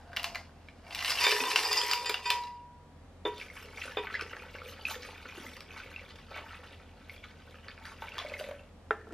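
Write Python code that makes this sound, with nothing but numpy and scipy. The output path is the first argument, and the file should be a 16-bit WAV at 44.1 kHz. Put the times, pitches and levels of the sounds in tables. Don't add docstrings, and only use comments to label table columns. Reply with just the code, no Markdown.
import sys
import numpy as np
from scipy import signal
from scipy.fft import rfft, irfft
from scipy.io import wavfile
from scipy.ndimage import uniform_filter1d

SR = 44100
rng = np.random.default_rng(int(sys.argv[2]) if len(sys.argv) > 2 else 0)


def wrap_up_sound(samples):
    columns = np.atleast_2d(samples).T
    tamed = np.clip(columns, -1, 1)
    steps = np.round(tamed * 32767).astype(np.int16)
    wavfile.write(sys.argv[1], SR, steps)


N = 402633

# pitch_hz, level_db_per_hz
ROOM_TONE = [(15, -35), (25, -16), (87, -8), (123, -14.5), (242, -11.5), (301, -15), (326, -25.5),
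             (384, -15.5), (416, -24), (476, -15.5), (516, -18.5), (714, -20.5), (1330, -27.5),
             (10100, -49.5), (16000, -63.5)]
ROOM_DB = -56.5
# pitch_hz, level_db, unsteadiness_per_s (two random phase points for each)
HUM = [(38.8, -63.5, 3.6), (82.2, -57.5, 5.1)]
# pitch_hz, level_db_per_hz
WIDTH_TONE = [(35, -58.5), (60, -28.5), (186, -1.5), (458, 0), (539, -6.5), (4020, -15), (4730, -18.5),
              (13700, -36.5), (15000, -44.5)]

# time_s, rumble_db, note_db
TUMBLE = [(0.0, -60, -72), (0.08, -61, -55.5), (0.22, -46.5, -51), (0.245, -61, -47), (0.37, -55, -48),
          (0.48, -68, -71), (0.8, -73, -71), (0.87, -55, -58), (1.15, -50.5, -51), (1.3, -48, -57)]
# pitch_hz, level_db_per_hz
TUB = [(520, -9.5), (700, 0), (850, 1), (1200, -14), (1550, 0.5)]
TUB_HZ, TUB_T60, TUB_DB = 691, 0.15, -2

# time_s, level_db
HEAP = [(0.0, -68), (0.11, -69), (0.2, -54), (0.38, -50.5), (0.52, -73), (0.83, -66.5), (0.88, -52),
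        (0.98, -41), (1.1, -34), (1.19, -38), (1.27, -24), (1.35, -32), (1.46, -29), (1.8, -31),
        (1.97, -37.5), (2.22, -47.5), (2.33, -38.5), (2.45, -53), (2.64, -74)]
# pitch_hz, level_db_per_hz
ICE = [(1050, -1.5), (1400, -12.5), (1900, 2), (2300, -1.5), (2850, 4.5), (3400, -11.5), (4100, -9.5),
       (4900, -3.5), (5700, -18.5), (7000, -26.5)]
# pitch_hz, level_db_per_hz
BASE = [(250, -22), (350, -21.5), (430, -3.5), (560, -2.5), (700, -11), (850, -2.5), (1000, 11)]
# pitch_hz, level_db_per_hz
GRIT = [(3240, -9), (5500, 1), (6400, -7.5), (6790, -8), (9740, -7.5), (10800, -13), (12700, -8),
        (16000, -39)]
GRIT_CYCLES = 180
GRIT_DB, GRIT_AT_DB, GRIT_GROWTH = -37, -29, 1.37
SURGES_PER_S, SURGE_DB = 35, 2
LANDING_S, LANDING_TAKES_S = 1.225, 0.099
KNOCK_DB, SHIMMER_DB = -8, -5.5

# start_s, level_db, pitch_hz, brittleness_db
CLACKS = [(0.131, -32, 1550, -12), (0.164, -25, 1980, 8), (0.169, -15.5, 2800, -7), (0.1955, -27, 2780, -1),
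          (0.2304, -30.5, 3000, 14), (0.2425, -18, 2720, 4), (0.3476, -23, 2340, -2),
          (0.3556, -20, 2070, -6.5), (0.6855, -33.5, 2260, -18), (0.9073, -32, 2760, -6),
          (0.9477, -24.5, 2770, 9), (0.956, -26, 2400, 3.5), (0.9901, -24.5, 2760, -0.5),
          (1.0056, -28, 2920, -2), (1.0245, -22, 1990, 1), (1.0465, -17.5, 2750, -1),
          (1.0794, -19, 2900, 0), (1.0959, -18.5, 2750, 1.5), (1.1045, -17, 4960, 3),
          (1.1172, -20, 2080, 0.5), (1.1533, -22, 2790, 0), (1.1868, -18.5, 2980, -6),
          (1.2657, -2, 2290, -3), (1.2832, -11.5, 4900, -0.5), (1.291, -15.5, 4900, 9),
          (1.3085, -9.5, 2930, -1), (1.3163, -2, 2610, -10), (1.3227, -8, 1810, -5.5),
          (1.364, -12.5, 1800, 0.5), (1.4366, -12, 2800, -2.5), (1.5149, -17, 2530, 0.5),
          (1.5591, -1, 2740, -1.5), (1.5907, -13, 2100, 1.5), (1.601, -15.5, 2930, -3),
          (1.7288, -10, 4750, 9.5), (1.814, -12.5, 3210, -3), (1.9122, -8.5, 4960, 0.5),
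          (1.933, -9, 2820, 5), (2.0238, -27, 2270, -2), (2.0947, -11, 2350, 6.5), (2.142, -10, 2820, -8),
          (2.2303, -38.5, 2480, -2), (2.3025, -8, 2564, 5), (2.4363, -30, 3910, -4)]
# multiple_of_pitch, level_db
CUBE = [(1, 0), (.8, -13.5), (1.37, -14), (1.72, -16.5)]

# start_s, level_db, height (base 0 to wall 1), bell_db, longest_ring_s, favoured_hz
STRIKES = [(1.206, -32, 0.82, -27.5, 0.46, 2760), (1.238, -22.5, 0.77, -27, 0.38, 2500),
           (1.247, -24.5, 0.73, -20, 0.25, 3620), (1.266, -17.5, 0.37, -36, 0.18, 2300),
           (1.322, -31.5, 0.06, -28.5, 0.82, 420), (1.403, -27.5, 0.27, -27, 1, 4620),
           (1.452, -28, 0.42, -30, 0.34, 4720), (1.560, -34.5, 1, -42, 0.37, 2770),
           (1.648, -32.5, 0.93, -24, 0.16, 4720), (1.712, -28.5, 0.91, -31, 0.16, 4750),
           (1.77, -33, 1, -27.5, 1, 5030), (1.912, -34, 1, -25.5, 0.72, 5080),
           (2.057, -29.5, 0.81, -43, 0.51, 4820), (2.096, -27.5, 0.12, -20, 0.076, 3400),
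           (2.255, -31.5, 0.78, -23, 0.51, 2490), (2.301, -31, 0.56, -26.5, 1, 3560),
           (3.252, -33, 0.017, -27.5, 0.29, 3556), (3.97, -30, 0.14, -29, 0.19, 2490)]
# pitch_hz, level_db, t60_s
JUG = [(335, -10, .16), (421, 0, .22), (445, -5, .22), (490, -5, .27), (533, -9, .14), (829, -10, .15),
       (1023, -7, .36), (1115, -12, .25), (1206, -7, .09), (1325, -12, .2), (1544, -7, .25),
       (1809, -6, .35), (1955, -3, .36), (2299, -4, .38), (2494, 0, .3), (2697, -9, .38), (2760, -6, .14),
       (2900, -6, .24), (3079, -8, .36), (3310, -11, .2), (3560, -2, .1), (3608, -3, .16), (4355, -12, .25),
       (4619, -6, .2), (4722, -5, .3), (4872, -4, .22), (5030, -2, .14), (5609, -13, .22), (7009, -14, .28),
       (7624, -18, .28), (9600, -22, .12)]
JUG_REGISTERS_HZ = [450, 967, 2700, 3600, 4400]
BASE_REGISTERS_DB = [6.5, -3.5, -16, -1.5, -31]
WALL_REGISTERS_DB = [-22.5, 0.5, -3, 1, 8]
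FAVOUR_DB, FAVOUR_WIDTH_HZ = 8, 39
BELL_HZ, BELL_DB = 967, 0.4
BELL_WANDER_RAD, BELL_WANDER_PER_S = .45, 11
THUD_S, THUD_DB, THUD_HZ, THUD_T60 = 1.41, -29, 264, 0.18

# time_s, level_db
LOW_HUM = [(2.45, -73), (2.7, -64.5), (2.98, -59.5), (3.06, -76)]
LOW_HUM_HZ = 148

# time_s, stream_db, froth_db
POUR = [(3.25, -58, -72), (3.38, -61, -54), (3.48, -56, -70), (3.72, -61, -67), (4.049, -50.5, -60),
        (4.36, -52.5, -68), (4.55, -54.5, -60.5), (4.78, -56, -60.5), (5.0, -56, -58), (5.35, -53.5, -62),
        (5.66, -59.5, -68), (5.9, -54, -65), (6.15, -61, -62), (6.5, -56, -66.5), (6.75, -62, -67.5),
        (7.05, -63.5, -68.5), (7.3, -61, -66), (7.55, -58.5, -66.5), (7.97, -58.5, -66), (8.3, -54.5, -64),
        (8.45, -53, -65), (8.56, -59, -77), (8.7, -73, -87)]
GUSH_PER_S, GUSH_DB = 45, 4
# pitch_hz, level_db_per_hz
BIG_BUBBLES = [(220, -17), (330, -18.5), (490, 13), (620, -30), (780, -3), (1000, -8)]
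# pitch_hz, level_db_per_hz
MID_BUBBLES = [(1000, -17), (1300, -3), (1800, -3), (2300, 2.5), (3000, 1)]
# pitch_hz, level_db_per_hz
SMALL_BUBBLES = [(2800, 3.5), (3500, 3.5), (4400, -1), (5400, -8.5), (6800, -28.5)]
# pitch_hz, level_db_per_hz
SPRAY = [(3240, -23), (5500, -1), (8190, -10.5), (9610, -6), (11100, -11), (13100, -6.5), (14400, -19),
         (16000, -26)]
# pitch_hz, level_db_per_hz
SLOSH = [(280, -20), (450, 1), (560, -0.5), (850, -15), (1100, -14), (1600, -3), (2000, -8)]
# time_of_height_s, length_s, churn_db, spray_db
SPLASHES = [(3.266, 0.026, -63, -58.5), (3.414, 0.072, -52, -64.5), (3.577, 0.085, -57.5, -63.5),
            (3.822, 0.12, -51, -62.5), (4.158, 0.079, -44, -79), (4.685, 0.063, -57, -64),
            (4.902, 0.07, -55, -55.5), (5.06, 0.061, -53.5, -62.5), (5.393, 0.084, -56, -65),
            (5.478, 0.096, -56, -63), (5.808, 0.055, -48.5, -71), (6.374, 0.097, -51, -85),
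            (6.536, 0.096, -64, -95), (7.123, 0.047, -73, -72), (7.882, 0.072, -53.5, -67.5),
            (8.032, 0.028, -58, -66), (8.195, 0.073, -45.5, -71), (8.41, 0.11, -63, -65)]
STREAM_BIG_DB, STREAM_SPRAY_DB = -2.5, -21
SPLASH_BIG_DB, SPLASH_SMALL_DB = -7, -6.5
SLOPS_PER_S, SLOP_SPREAD_DB, SLOP_S = 55, 4.5, .016
SLOP_LOWEST_FROM_HZ, SLOP_LOWEST_TO_HZ, SLOP_SPAN = 756, 1890, 2.176
SLOP_FADE_DB = 9.5
# start_s, level_db, lowest_bubble_hz, highest_bubble_hz, length_s
SLOPS = [(3.567, -33, 1010, 3000, 0.037), (3.817, -28, 1880, 3270, 0.033), (3.877, -34, 1090, 2800, 0.014),
         (4.07, -29, 1180, 3120, .008), (4.099, -31.5, 1090, 2880, 0.009), (4.16, -32, 1300, 3200, 0.018),
         (4.194, -29.5, 1120, 2770, .03), (4.332, -35, 1200, 3300, .01), (4.367, -37.5, 750, 1900, 0.0051),
         (4.453, -47, 1300, 2700, .005), (4.552, -39, 900, 2500, 0.0065), (4.721, -44, 1100, 2800, 0.0079),
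         (4.884, -34.5, 1200, 2500, 0.0055), (4.954, -33, 1300, 4500, 0.0076),
         (5.022, -35, 3800, 6100, 0.012), (5.03, -37, 1600, 2800, 0.0088), (5.107, -40, 1900, 3500, .005),
         (5.254, -40, 1000, 2500, .008), (5.378, -41, 1100, 2000, .02), (5.414, -46, 920, 2300, .04),
         (5.799, -34.5, 1205, 2700, 0.023), (6.315, -37, 480, 2500, 0.013), (6.361, -41, 515, 2400, .012),
         (6.379, -35.5, 500, 3600, .012), (6.408, -43, 600, 1900, .012), (6.463, -41, 900, 2400, .008),
         (6.531, -41, 800, 2200, 0.0083), (6.558, -45, 810, 2500, 0.012), (6.828, -48.5, 600, 2000, .005),
         (7.542, -44, 1190, 3200, .02), (7.683, -31, 1380, 4800, 0.038), (7.777, -44, 1390, 2700, .008),
         (7.868, -36, 1180, 2290, 0.0073), (7.918, -39, 896, 3600, 0.0084),
         (8.021, -32.5, 730, 4030, 0.0046), (8.039, -38.5, 695, 3178, 0.0066), (8.07, -39, 1800, 4400, .02),
         (8.17, -35, 1500, 2700, .008), (8.198, -30, 1000, 4430, .012), (8.398, -35, 2210, 4180, 0.0098),
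         (8.422, -44, 2600, 4200, .012), (8.441, -36, 1680, 4220, 0.0078), (8.465, -41.5, 2400, 4170, .008),
         (8.487, -41, 1890, 3900, 0.0094), (8.51, -39, 1690, 4270, 0.0069)]
# pitch_hz, level_db, t60_s
JUG_AIR = [(1333, -18.5, 0.09), (1525, -18.5, 0.067), (1760, -19.5, 0.06), (2246, -18, 0.052)]
# start_s, level_db, pitch_hz
HOLLOW_NOTES = [(3.258, -29, 351), (3.671, -38.5, 447), (4.616, -37, 504), (4.661, -33, 493),
                (4.96, -32.5, 490), (5.375, -35, 356), (5.399, -34, 248), (5.439, -41, 264)]
# start_s, level_db, pitch_hz
PLINKS = [(3.3992, -34, 2610), (3.4132, -27, 2240), (3.4835, -38, 2220), (3.5004, -35, 2100),
          (3.7434, -40, 2249), (3.7743, -31, 2220), (3.8167, -27.5, 2580), (4.142, -23, 1640),
          (4.151, -20, 1910), (4.1559, -26, 1920), (4.3301, -38, 1310), (4.422, -38.5, 1310),
          (4.5516, -39, 2200), (4.585, -35, 2210), (4.6175, -32, 1290), (4.6588, -40, 2360),
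          (4.815, -41, 2920), (4.8523, -18, 2510), (4.8665, -25, 2500), (4.9432, -31.5, 1770),
          (5.255, -35, 1430), (5.4645, -33, 1970), (5.7992, -39, 2250), (5.9404, -37.5, 2360),
          (5.9614, -27.5, 2610), (5.994, -34.5, 2250), (7.0958, -30.5, 2185), (7.1636, -40.5, 2290),
          (7.179, -43, 3300), (7.2389, -37.5, 2220), (7.241, -41.5, 3400), (8.1195, -33, 2660),
          (8.2976, -35.5, 2508), (8.3382, -26.5, 2080), (8.3425, -34, 2480), (8.3665, -34, 1930),
          (8.4403, -37.5, 2180), (8.5934, -43, 2620)]
# start_s, level_db, pitch_hz, brightness_db
KNOCKS = [(3.919, -35, 1720, -4), (4.2103, -27, 2650, 5.5), (4.366, -36.5, 1701, 2),
          (5.5662, -37, 2680, 11), (5.6052, -36.5, 2350, 14), (7.8538, -32, 1800, -3),
          (8.1811, -26, 1100, 6), (8.1884, -24.5, 3490, -2)]

# start_s, level_db, pitch_hz
GLUGS = [(8.214, -36, 670), (8.248, -29, 580), (8.302, -39.5, 600), (8.318, -31.5, 548), (8.352, -37, 565),
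         (8.397, -38, 562), (8.409, -26, 600), (8.429, -36, 540), (8.444, -37, 570), (8.465, -37.5, 560),
         (8.488, -29, 553), (8.511, -29.5, 583), (8.609, -42, 560)]

# start_s, level_db, hardness_hz (treble limit)
LID_KNOCKS = [(8.908, -22, 4200), (9.07, -46, 1200), (9.107, -49, 1500), (9.122, -42, 700)]
# pitch_hz, level_db, t60_s
LID = [(354, -22, 0.086), (415, -24, 0.23), (431, -1.5, 0.084), (697, -9.5, 0.038), (810, -9, 0.064),
       (1070, -14, 0.026), (1240, -28, .5), (1360, 5, 0.037), (1345, -30, 0.49), (1450, -2, 0.027),
       (1643, -16, .17), (1750, -27, .4), (2090, -11, .05), (2340, -16, .03), (2760, -24, .07),
       (3180, -20, .015), (3770, -18.5, 0.023), (6460, -28, .04)]
# time_s, rasp_db, groan_db
SEAL_DRAG = [(8.91, -43, -61), (8.955, -61, -60), (9.01, -59, -64), (9.06, -64, -68), (9.08, -67, -43.5),
             (9.097, -68, -63), (9.13, -56, -42.5)]
# pitch_hz, level_db_per_hz
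RASP = [(1150, -12), (1350, -5.5), (1520, -4.5), (1750, 0), (2050, -14), (3100, -18.5)]
# pitch_hz, level_db_per_hz
GROAN = [(300, 3.5), (370, 7), (450, -14.5), (800, -12.5)]

# pitch_hz, t60_s
ROOM_T60 = [(300, 0.39), (800, 0.3), (2100, 0.15), (5500, 0.28), (15000, 0.15)]
# pitch_hz, level_db
EAR_SPREAD = [(60, -33.5), (700, -41), (1300, -71.5), (2400, -27), (4400, -4.5), (8100, 2.5), (15000, 0)]
CUTOFF_HZ = 15200


def from_db(db):
    return 10 ** (np.asarray(db) / 20)


def rms_one(x):
    return x / np.sqrt(np.mean(x ** 2) + 1e-20)


def clock():
    return np.arange(N) / SR


def gains_in_time(rows):
    times, *columns = np.transpose(rows)
    return [from_db(np.interp(clock(), times, levels, left=-120, right=-120)) for levels in columns]


def at_hz(points, hz):
    table_hz, value = np.transpose(points)
    return np.interp(np.log(hz + 1e-9), np.log(table_hz), value)


def cut(x, hz, kind, order=2):
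    sections = signal.butter(order, np.minimum(hz, .45 * SR), kind, fs=SR, output="sos")
    return signal.sosfilt(sections, x + 1e-18)


def add(track, start_s, sound):
    i = min(max(int(start_s * SR), 0), N)
    track[i:i + len(sound)] += sound[:N - i]


def ping(hz, t60, length, rise=0):
    t = np.arange(int(length * SR) + 2) / SR
    return from_db(-60 * t / t60) * np.sin(2 * np.pi * hz * t * (1 + rise * t / t60 / 2))


def puff(t60, length):
    t = np.arange(int(length * SR) + 2) / SR
    return from_db(-60 * t / t60) * rng.standard_normal(len(t))


def swell(sound, attack):
    return sound * (1 - np.exp(-np.arange(len(sound)) / (abs(attack) * SR + 1)))


def wavering(per_s):
    knots = np.arange(0, N / SR + 1, 1 / per_s)
    return np.interp(clock(), knots, rng.standard_normal(len(knots)))


def evened(x, window):
    size = int(window * SR)
    power = uniform_filter1d(uniform_filter1d(x ** 2, size), size)
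    return x / np.sqrt(np.abs(power) + 1e-3 * np.mean(x ** 2))


def chance_moments(per_s):
    return np.flatnonzero(rng.random(N) < per_s / SR)


def resonate(at, sizes, hz, t60):
    clicks = np.full(N, 1e-18)
    clicks[at] = sizes
    radius, angle = from_db(-60 / t60 / SR), 2 * np.pi * hz / SR
    feedback = [1, -2 * radius * np.cos(angle), radius * radius]
    return rms_one(signal.lfilter([1, 0, -1], feedback, clicks))


def coloured_air(colour):
    gain = from_db(at_hz(colour, np.arange(N // 2 + 1) * SR / N))
    return rms_one(irfft(rfft(rng.standard_normal(N)) * gain, N))


def rattle(spectrum, per_s, spread_db, cycles, count):
    at = chance_moments(per_s)
    sizes = from_db(spread_db * np.minimum(rng.exponential(1, N), 4))[at]
    out = np.zeros(N)
    for hz in np.geomspace(spectrum[0][0], min(spectrum[-1][0], CUTOFF_HZ), count):
        share = rng.standard_normal(len(at))
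        ring = resonate(at, sizes * share * np.abs(share), hz, cycles / hz)
        out += from_db(at_hz(spectrum, hz)) * np.sqrt(hz) * ring
    return evened(out, window=0.085)


def room_tone():
    out = from_db(ROOM_DB) * cut(coloured_air(ROOM_TONE), 32, "high", order=4)
    for hz, level_db, per_s in HUM:
        phase = 2 * np.pi * hz * clock() + 0.77 * wavering(2 * per_s)
        out = out + from_db(level_db) * np.sqrt(2) * np.sin(phase)
    return out


def room_width(level_db):
    return from_db(level_db) * coloured_air(WIDTH_TONE) * np.array([[1], [-1]])


def tub():
    at = chance_moments(300)
    note = evened(resonate(at, rng.standard_normal(len(at)), TUB_HZ, TUB_T60), window=0.07)
    rumble, ring = gains_in_time(TUMBLE)
    rolling = rattle(TUB, per_s=700, spread_db=2.5, cycles=29, count=14)
    return ring * from_db(TUB_DB) * note + rumble * rolling


def landed_motion():
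    return gains_in_time(HEAP)[0] * np.clip((clock() - LANDING_S) / LANDING_TAKES_S, 0, 1)


def heap():
    motion = gains_in_time(HEAP)[0] * from_db(SURGE_DB * (wavering(SURGES_PER_S) - 0.18))
    grit = from_db(GRIT_DB) * (motion / from_db(GRIT_AT_DB)) ** GRIT_GROWTH
    out = motion * from_db(-2.5) * rattle(ICE, per_s=150, spread_db=2.0, cycles=130, count=48)
    base_knocks = rattle(BASE, per_s=160, spread_db=7.0, cycles=19, count=14)
    out += landed_motion() * from_db(KNOCK_DB) * base_knocks
    out += motion * from_db(-15.5) * rattle(BASE, per_s=160, spread_db=3.5, cycles=17, count=14)
    return out + grit * rattle(GRIT, per_s=410, spread_db=2.5, cycles=GRIT_CYCLES, count=56)


def contacts(rows, ring_t60, ring_db, burst_db, body_db, snap_db, burst_t60, rise, attack, modes):
    out, length = np.zeros(N), .05
    for start_s, level_db, hz, *brittle_db in rows:
        bright_db = sum(brittle_db)
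        tones = sum(from_db(db) * ping(hz * k, ring_t60, length, rise) for k, db in modes)
        ring = from_db(ring_db) * swell(tones, attack)
        burst = cut(puff(burst_t60, length), [1900, 5200], "band", order=4)
        body = cut(puff(burst_t60 * 2, length), [850, 2000], "band")
        snap = cut(puff(burst_t60, length), 4000, "high", order=3)
        noise = from_db(burst_db + bright_db / 2) * burst + from_db(body_db) * body
        noise += from_db(snap_db + bright_db) * snap
        add(out, start_s, from_db(level_db) * (ring + swell(noise, attack / 2)))
    return out


def clacks():
    return contacts(CLACKS, ring_t60=0.012, ring_db=1.0, burst_db=-1.5, body_db=-4.0, snap_db=-18.5,
                    burst_t60=0.015, rise=0, attack=0.00081, modes=CUBE)


def registers(strike_db, height):
    return strike_db + (1 - height) * np.array(BASE_REGISTERS_DB) + height * np.array(WALL_REGISTERS_DB)


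def jug(scatter_db, thud_db, thud_t60, attack):
    out = np.zeros(N)
    for start_s, strike_db, height, bell_db, longest, favoured_hz in STRIKES:
        register_db = registers(strike_db, height)
        for hz, level_db, t60 in JUG:
            strength_db = level_db + np.interp(np.log(hz), np.log(JUG_REGISTERS_HZ), register_db)
            strength_db += FAVOUR_DB / (1 + ((hz - favoured_hz) / FAVOUR_WIDTH_HZ) ** 2)
            luck = 1
            if hz > 1200:
                luck = from_db(scatter_db * rng.normal()) * rng.choice([-1, 1])
            decay = min(t60, longest)
            loading = 1 + 0.0011 * rng.normal()
            mode = swell(ping(hz * loading, decay, decay), attack)
            add(out, start_s, luck * from_db(strength_db) * mode)
        thud = cut(puff(thud_t60, thud_t60), [320, 1900], "band", order=4)
        add(out, start_s, from_db(register_db[0] + thud_db) * thud)
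    return cut(out, 380, "high")


def bell(attack):
    energy, t = np.zeros(N), np.arange(2 * SR) / SR
    for start_s, strike_db, height, bell_db, longest, favoured_hz in STRIKES:
        add(energy, start_s, swell(from_db(bell_db - 60 * t / longest), attack) ** 2)
    phase = 2 * np.pi * BELL_HZ * clock() + BELL_WANDER_RAD * wavering(BELL_WANDER_PER_S)
    return from_db(BELL_DB) * np.sqrt(energy) * np.sin(phase)


def taps(per_s, longest):
    at = chance_moments(per_s)
    motion = landed_motion()
    rings = np.zeros(N)
    for hz, db, t60 in JUG:
        sizes = motion[at] * rng.standard_normal(len(at))
        rings += from_db(db) * resonate(at, sizes, hz, min(t60, longest))
    return from_db(SHIMMER_DB) * np.sqrt(np.mean(motion ** 2)) * rms_one(rings)


def settling():
    out = np.zeros(N)
    add(out, THUD_S, from_db(THUD_DB) * swell(ping(THUD_HZ, THUD_T60, THUD_T60), attack=.004))
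    return out


def low_hum():
    phase = 2 * np.pi * LOW_HUM_HZ * clock() + .5 * wavering(22)
    return gains_in_time(LOW_HUM)[0] * np.sqrt(2) * np.sin(phase)


def bubbles(spectrum, count, spread_db, cycles, rise, build_cycles):
    out, low, high = np.zeros(N), spectrum[0][0], spectrum[-1][0]
    start, end = POUR[0][0], POUR[-1][0]
    for when, size, strength, life in rng.random((count, 4)):
        hz = low * (high / low) ** size
        t60 = cycles * (.5 + life) / hz
        gain = hz * from_db(at_hz(spectrum, hz) - spread_db * np.log(strength + .02))
        add(out, start + when * (end - start), gain * swell(ping(hz, t60, t60, rise), build_cycles / hz))
    return evened(out, window=0.1)


def splashes():
    churn, spray = 0, 0
    for height_s, length, level_db, spray_db in SPLASHES:
        shape = np.exp(-2 * np.minimum(((clock() - height_s) / length) ** 2, 20))
        churn = churn + from_db(level_db) * shape
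        spray = spray + from_db(spray_db) * shape
    return churn, spray


def slops(rows, count, cycles, rise):
    out = np.zeros(N)
    for start_s, level_db, low_hz, high_hz, length in rows:
        for k, (size, late, life, sign) in enumerate(rng.random((count, 4))):
            hz = low_hz * (high_hz / low_hz) ** ((k + size) / count)
            t60 = cycles * (.5 + life) / hz
            gain = np.sign(sign - .5) * from_db(level_db - SLOP_FADE_DB * late)
            add(out, start_s + length * late ** 2, gain * swell(ping(hz, t60, t60, rise), 1 / hz))
    return out


def gurgle():
    start, end = POUR[0][0], POUR[-1][0]
    when, size, strength = rng.random((3, int(SLOPS_PER_S * (end - start))))
    low_hz = SLOP_LOWEST_FROM_HZ * (SLOP_LOWEST_TO_HZ / SLOP_LOWEST_FROM_HZ) ** size
    rows = [(start + w * (end - start), SLOP_SPREAD_DB * 2 * a, hz, hz * SLOP_SPAN, SLOP_S)
            for w, a, hz in zip(when, strength, low_hz)]
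    return evened(slops(rows, count=8, cycles=18, rise=0.05), window=0.14)


def pour():
    gush = from_db(GUSH_DB * (wavering(GUSH_PER_S) - 0.5))
    stream, froth = gains_in_time(POUR)
    splash, thrown = splashes()
    middling = np.hypot(stream, splash)
    big = np.hypot(stream * from_db(STREAM_BIG_DB), splash * from_db(SPLASH_BIG_DB))
    small = np.hypot(froth, splash * from_db(SPLASH_SMALL_DB))
    spray = np.hypot(stream * from_db(STREAM_SPRAY_DB), thrown)

    big_ones = bubbles(BIG_BUBBLES, count=900, spread_db=5.5, cycles=15, rise=0.5, build_cycles=0.77)
    mid_ones = bubbles(MID_BUBBLES, count=2400, spread_db=4.0, cycles=22, rise=0.07, build_cycles=1.5)
    small_ones = bubbles(SMALL_BUBBLES, count=3000, spread_db=4.5, cycles=34, rise=0.098, build_cycles=2.2)
    fine_ones = bubbles(SPRAY, count=7000, spread_db=4.0, cycles=96, rise=0.026, build_cycles=.3)
    churning = rattle(SLOSH, per_s=900, spread_db=2.0, cycles=9.9, count=16)
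    spatter = rattle(SMALL_BUBBLES, per_s=150, spread_db=2.5, cycles=26, count=12)

    out = big * from_db(-1.0) * big_ones + middling * from_db(-3.0) * mid_ones
    out += splash * from_db(-9.0) * churning + middling * from_db(-3.5) * gurgle()
    out += small * from_db(-1.5) * small_ones + (small + spray) * from_db(-5.0) * spatter
    return gush * (out + spray * from_db(2.5) * fine_ones)


def jug_air(x):
    rings = sum(from_db(db) * resonate(np.arange(N), x, hz, t60) for hz, db, t60 in JUG_AIR)
    return x + np.std(x) * rings


def hollow_notes(t60, rise, level_db):
    out = np.zeros(N)
    for start_s, note_db, hz in HOLLOW_NOTES:
        add(out, start_s, from_db(note_db + level_db) * swell(ping(hz, t60, t60, rise), attack=0.002))
    return cut(out, [190, 1200], "band")


def plinks():
    return contacts(PLINKS, ring_t60=0.015, ring_db=4.0, burst_db=-12.5, body_db=-19.0, snap_db=-42.0,
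                    burst_t60=0.022, rise=0.14, attack=0.00091, modes=CUBE[:1])


def knocks():
    return contacts(KNOCKS, ring_t60=0.013, ring_db=6.0, burst_db=2.5, body_db=2.0, snap_db=-22.0,
                    burst_t60=0.013, rise=0, attack=0.0018, modes=CUBE[:1])


def glugs():
    return contacts(GLUGS, ring_t60=0.037, ring_db=4.0, burst_db=-24, body_db=1, snap_db=-21,
                    burst_t60=0.012, rise=0.05, attack=0.003, modes=CUBE[:1])


def lid(burst_db, burst_t60):
    out, length = np.zeros(N), .25
    for start_s, level_db, hard_hz in LID_KNOCKS:
        knock = from_db(burst_db) * puff(burst_t60, length)
        for k, (hz, db, t60) in enumerate(LID):
            knock += (-1) ** k * from_db(db) * ping(hz, t60, length)
        add(out, start_s, from_db(level_db) * cut(knock, hard_hz, "low", order=4))
    rasp, groan = gains_in_time(SEAL_DRAG)
    out += rasp * rattle(RASP, per_s=1000, spread_db=1.0, cycles=53, count=16)
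    return out + groan * rattle(GROAN, per_s=500, spread_db=-0.5, cycles=18, count=8)


def kitchen(x, wet_db):
    edges, tail, length = np.geomspace(150, 16000, 8), 0, .45
    for low, high in zip(edges, edges[1:]):
        t60 = at_hz(ROOM_T60, np.sqrt(low * high))
        tail = tail + cut(puff(t60, length), [low, high], "band")
    tail = tail * np.minimum(np.arange(len(tail)) / (0.0014 * SR), 1)
    return x + from_db(wet_db) * signal.fftconvolve(x, tail / np.linalg.norm(tail))[:N]


def two_ears(x, lag_db, far_db, far_t60):
    far = puff(far_t60, far_t60)
    reflected = signal.fftconvolve(x, far / np.linalg.norm(far))[:N]
    difference = 1j * from_db(lag_db) * rfft(x) + from_db(far_db) * rfft(reflected)
    spread = from_db(at_hz(EAR_SPREAD, np.arange(N // 2 + 1) * SR / N))
    side = irfft(difference * spread, N)
    return np.array([x + side, x - side])


def gain_control(x, threshold_db, release_db_per_s, range_db):
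    power = np.abs(uniform_filter1d(x.mean(axis=0) ** 2, size=1300))
    level_db = 10 * np.log10(power + 1e-12)
    recovery = release_db_per_s * clock()
    excess_db = np.clip(level_db - threshold_db, 0, range_db)
    return x * from_db(recovery - np.maximum.accumulate(excess_db + recovery))


def scene():
    ice = heap() + clacks()
    glass = jug(scatter_db=2.0, thud_db=6, thud_t60=0.11, attack=0.0013)
    glass = glass + taps(per_s=150, longest=0.15) + settling()
    juice = jug_air(pour() + slops(SLOPS, count=11, cycles=20, rise=0.05))
    juice = juice + hollow_notes(t60=0.058, rise=0.026, level_db=-2.0)
    drops = plinks() + knocks()
    cover = lid(burst_db=-26, burst_t60=0.011)

    sound = room_tone() + tub() + bell(attack=0.018) + low_hum()
    sound += kitchen(ice, wet_db=-4) + kitchen(glass, wet_db=-13)
    sound += kitchen(juice, wet_db=-4.5) + kitchen(drops, wet_db=-5.5)
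    sound += kitchen(glugs(), wet_db=-8) + kitchen(cover, wet_db=-11.0)
    return two_ears(sound, lag_db=-8.0, far_db=-5.0, far_t60=0.25) + room_width(level_db=-67.5)


def record(dry):
    held = gain_control(dry, threshold_db=-23.5, release_db_per_s=4.0, range_db=10.5)
    steep = signal.ellip(10, .2, 80, CUTOFF_HZ, fs=SR, output="sos")
    return signal.sosfilt(steep, held)


dry = scene()
out = record(dry)
wrap_up_sound(out)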